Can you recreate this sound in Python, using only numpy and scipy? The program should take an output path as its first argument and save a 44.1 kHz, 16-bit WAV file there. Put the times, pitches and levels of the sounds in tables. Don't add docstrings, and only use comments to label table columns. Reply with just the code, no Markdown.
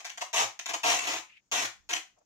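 import sys
import numpy as np
from scipy import signal
from scipy.fft import rfft, irfft, next_fast_len
from scipy.io import wavfile
from scipy.ndimage import uniform_filter1d, map_coordinates

SR = 44100
rng = np.random.default_rng(int(sys.argv[2]) if len(sys.argv) > 2 else 0)


def log_audio(samples):
    frames = np.atleast_2d(samples).T
    limited = np.clip(frames, -1, 1)
    pcm = np.round(limited * 32767).astype(np.int16)
    wavfile.write(sys.argv[1], SR, pcm)


def invert_db(level):
    return 10 ** (np.asarray(level, dtype=float) / 20)


N = 99225

# start_s, length_s, level_db, core_knock_db
SHORT_JERKS = [(.0, .012, -45, 2), (0.046, .02, -37, -4), (0.097, .004, -34.5, -3.5), (.175, .005, -36, -2),
               (0.21, .014, -31.5, 2), (.592, .003, -30.5, -3), (.659, .004, -30, -5.5),
               (.688, 0.012, -31.5, -0.5), (.704, .005, -35.5, 5), (.735, .014, -30.5, 2.5),
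               (0.989, .003, -26.5, -4), (1.019, .004, -35, 5), (1.031, .012, -36, 0),
               (1.135, .004, -31.5, -3), (1.648, .008, -29.5, -5.5), (1.907, .008, -33.5, -3.5),
               (1.931, .006, -26, -10), (1.96, .004, -30, -10), (1.073, .012, -28.5, -6)]
# start_s, length_s, start_level_db, mid_level_db, end_level_db, core_knock_db
LONG_PULLS = [
    (.33, 0.11, -31.5, -27.5, -32, 3.5),
    (0.833, 0.14, -29.5, -26.5, -35.5, 1.5),
    (0.968, 0.16, -51.5, -38, -45, 0.5),
    (1.067, 0.12, -33.5, -36.5, -42.5, 0.5),
    (1.515, 0.12, -29.5, -32.5, -32.5, 0.5),
    (1.89, .09, -36, -45, -44, 1.5),
]
# freq_hz, level_db_per_hz
FILM_SPECTRUM = [(760, -37), (1300, -5), (2630, 1.5), (2920, -1.5), (4780, -8.5), (6550, 0), (8700, -18.5),
                 (14900, -27), (16000, -24)]
# freq_hz, width_hz, level_db
CORE_MODES = [(727.3, 130, 2.5), (1024, 156, 0.5), (1241, 80, 2.5)]
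# freq_hz, width_hz, level_db
FLAP_MODES = [(300, 74, -2.5), (342.6, 42, 2.5), (554, 27, 2.5)]
# delay_s, left_db, right_db
NEAR_ECHOES = [(.0045, 4, 3.5), (.0075, -10, 3.5), (.011, -9, -21.5), (.0155, -21.5, -13),
               (.021, -7.5, -13)]
# freq_hz, t60_s
ROOM_DECAY = [(200, 0.1), (530, 0.22), (1390, 0.26), (3680, 0.25), (9700, 0.23)]
# freq_hz, likeness_0_to_1
DIFFUSE_LIKENESS = [(60, 0.53), (300, .85), (650, .4), (1400, .05)]
# freq_hz, level_db_per_hz
AIR_SPECTRUM = [(15, -20), (25, -6.5), (301, -10), (405, -18.5), (624, -15.5), (4140, -23.5), (6740, -11.5),
                (9070, -41.5), (16000, -31.5)]
# start_s, length_s, level_db, centre_hz, width_hz
CLOTH_RUSTLES = [
    (1.28, 0.13, -58, 2460, 960),
    (1.44, 0.062, -88, 7700, 1500),
    (2.155, 0.091, -74, 680, 490),
    (2.185, .015, -72, 6300, 2000),
    (1.5, 0.45, -74, 55, 30),
]
# freq_hz, left_minus_right_db
PORT_LEAN = [(60, -4), (180, 7), (550, 1.5), (1650, 3), (4970, 4.5), (15000, -1.5)]

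SLIPS_PER_S, SLIP_UNEVENNESS, SLIP_SIZE_DB, SLIP_CLUMP_DB = 1800, .8, 4, 4
CRACK_DECAY_S, CRACK_FUZZ_DB, STEADY_S = 0.00074, -4.5, .008
FIRST_SLIP_DB, JERK_FALL_DB = 17, 6.5
FILM_DB, CORE_DB, THUMP_DB = -2, -6, -13.5
FLAP_DB, FLAP_GROWS_DB, FLAP_FREE_S = -13.5, 16.5, 0.99
ROOM_DB, ROOM_ONSET_S, ECHO_SCATTER_S = 3.5, 0.0092, 0.00041
HAND_MOVE_S, PORT_LAG_S = .1, .00015
AIR_DB, TOP_HZ = -77.5, 15750


def unit(x):
    return x / np.sqrt(np.mean(x ** 2) + 1e-20)


def along(points, hz):
    point_hz, value = np.transpose(points)
    return np.interp(np.log(hz + 1), np.log(point_hz + 1), value)


def wobble(knots_per_s):
    knots = rng.standard_normal(int(N * knots_per_s / SR) + 4)
    return map_coordinates(knots, [np.arange(N) * knots_per_s / SR])


def filtered(x, response):
    size = next_fast_len(x.shape[-1] + SR // 4)
    spectrum = rfft(x, size) * response(np.fft.rfftfreq(size, 1 / SR))
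    return irfft(spectrum, size)[..., :x.shape[-1]]


def causal(points):
    level_db = np.maximum(along(points, np.fft.rfftfreq(2048, 1 / SR)), -60)
    cepstrum = irfft(np.log(invert_db(level_db)))
    cepstrum[1:1024] *= 2
    cepstrum[1025:] = 0
    impulse = irfft(np.exp(rfft(cepstrum)))[:1024]
    return impulse / np.linalg.norm(impulse)


def ring(hz, modes):
    total = 0
    for k, (centre_hz, width_hz, level_db) in enumerate(modes):
        damping = 1j * hz * width_hz
        total = total + (-1) ** k * invert_db(level_db) * damping / (centre_hz ** 2 - hz ** 2 + damping)
    return total


def through(x, modes):
    grid_hz = np.fft.rfftfreq(N, 1 / SR)
    gain = np.sqrt(np.mean(abs(ring(grid_hz, modes)) ** 2))
    return filtered(x, lambda hz: ring(hz, modes) / gain)


def diffuse(x):
    def mid_side(hz):
        turn = np.arccos(np.clip(along(DIFFUSE_LIKENESS, hz), -1, 1)) / 2
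        return np.array([np.cos(turn), np.sin(turn)])
    mid, side = filtered(x, mid_side)
    return np.array([mid + side, mid - side])


def effort():
    t = np.arange(N) / SR
    peel, knock, first = np.zeros((3, N))
    jerks = [(start_s, length_s, db, db - JERK_FALL_DB / 2, db - JERK_FALL_DB, core_db)
             for start_s, length_s, db, core_db in SHORT_JERKS]
    for start_s, length_s, start_db, mid_db, end_db, core_db in LONG_PULLS + jerks:
        end_s = start_s + length_s
        level_db = np.interp(t, [start_s, start_s + length_s / 2, end_s], [start_db, mid_db, end_db])
        gain = invert_db(level_db) * (t >= start_s) * (t < end_s)
        peel = np.maximum(peel, gain)
        knock = np.maximum(knock, gain * invert_db(core_db))
        first[int(start_s * SR) + 2] = invert_db(FIRST_SLIP_DB)
    return peel, knock, first


def even(x):
    power = abs(uniform_filter1d(x ** 2, int(STEADY_S * SR) + 1))
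    return x / np.sqrt(power + .02 * np.mean(x ** 2))


def glue_slips():
    gap_draw, size_draw = rng.standard_normal((8000, 2)).T
    gaps_s = np.exp(SLIP_UNEVENNESS * gap_draw - SLIP_UNEVENNESS ** 2 / 2) / SLIPS_PER_S
    at = (np.cumsum(gaps_s) * SR).astype(int)
    slips = np.bincount(at, invert_db(SLIP_SIZE_DB * size_draw), N + 1)[:N]
    slips = slips * invert_db(SLIP_CLUMP_DB * wobble(120))
    crack = np.exp(-np.arange(200) / SR / CRACK_DECAY_S)
    gate = signal.fftconvolve(slips, crack)[:N]
    fuzz = invert_db(CRACK_FUZZ_DB) * unit(gate * rng.standard_normal(N))
    return even(unit(slips * rng.choice([-1, 1], N)) + fuzz)


def film_crackle(slip_force):
    return invert_db(FILM_DB) * signal.fftconvolve(slip_force, causal(FILM_SPECTRUM))[:N]


def core_knock(push):
    broad = through(push, [(860, 1910, 0)])
    return invert_db(CORE_DB) * through(broad, CORE_MODES) / 4


def film_flap(freed_push):
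    broad = through(freed_push, [(410, 520, 0)])
    return through(broad, FLAP_MODES) / 10


def film_thump(freed_push):
    once = through(freed_push, [(110, 30, 0.01)])
    return invert_db(THUMP_DB) * through(once, [(110, 30, 0)]) / 20


def tape():
    peel, knock, first = effort()
    steps = glue_slips() + first
    push = knock * steps
    freed = np.clip(np.arange(N) / SR / FLAP_FREE_S, 0, 1)
    freed_push = push * invert_db(FLAP_DB + FLAP_GROWS_DB * (freed - 1))
    return film_crackle(peel * steps) + core_knock(push) + film_flap(freed_push) + film_thump(freed_push)


def near_surfaces():
    port, click = np.array([[1], [-1]]), np.eye(1, SR // 2)
    lags_s = ECHO_SCATTER_S * rng.uniform(-1.045, 1, len(NEAR_ECHOES))

    def echoes(hz):
        total = 0
        for (delay_s, left_db, right_db), lag_s in zip(NEAR_ECHOES, lags_s):
            delays_s = delay_s + port * lag_s / 2
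            total = total + invert_db([[left_db], [right_db]]) * np.exp(-2j * np.pi * hz * delays_s)
        return total
    return filtered(click, echoes)


def room_tail():
    noise = diffuse(rng.standard_normal((2, SR // 2)))
    hz, t, z = signal.stft(noise, SR, nperseg=256)
    decay = invert_db(-60 * t / along(ROOM_DECAY, hz)[:, None])
    tail = signal.istft(z * decay, SR, nperseg=256)[1]
    tail = tail * (1 - np.exp(-np.arange(tail.shape[1]) / SR / ROOM_ONSET_S))
    tail = tail[:, :SR // 2]
    return invert_db(ROOM_DB) * tail / np.linalg.norm(tail[0])


def room(x):
    place = np.arange(N) / SR / HAND_MOVE_S
    wet = 0
    for k in range(6):
        answer = near_surfaces() + room_tail()
        distance = abs((place - k + 3) % 6 - 3)
        share = np.cos(np.pi / 2 * np.clip(distance, 0, 1))
        wet = wet + signal.fftconvolve((x * share)[None], answer, axes=1)[:, :N]
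    lags_s = PORT_LAG_S * np.array([[1], [0]])
    direct = filtered(x[None], lambda hz: np.exp(-2j * np.pi * hz * lags_s))
    return invert_db(-2.5) * (direct + wet)


def air():
    noise = diffuse(rng.standard_normal((2, N)))
    hush = filtered(noise, lambda hz: invert_db(along(AIR_SPECTRUM, hz)))
    return invert_db(AIR_DB + 1.3 * wobble(8)) * unit(hush)


def rustle():
    t, out = np.arange(N) / SR, np.zeros((2, N))
    for start_s, length_s, level_db, centre_hz, width_hz in CLOTH_RUSTLES:
        rise = (t - start_s) / (0.12 * length_s)
        fall = (start_s + length_s - t) / (0.29 * length_s)
        shape = np.clip(np.minimum(rise, fall), 0, 1)
        grains = rng.standard_normal((2, N)) * invert_db(3.4 * wobble(100))
        band = filtered(grains, lambda hz: ring(hz, [(centre_hz, width_hz, 0)]) ** 2)
        out += invert_db(level_db) * shape * unit(band)
    return out


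def scene():
    return room(tape()) + air() + rustle()


def low_pass(x):
    return signal.sosfilt(signal.butter(12, 16510, fs=SR, output="sos"), x)


def record(dry):
    def port_response(hz):
        lean_db = along(PORT_LEAN, hz) * np.array([[.5], [-.5]])
        return invert_db(lean_db) / (1 + (hz / TOP_HZ) ** 60)
    ports = filtered(dry, port_response)
    return low_pass(ports)


dry = scene()
out = record(dry)
log_audio(out)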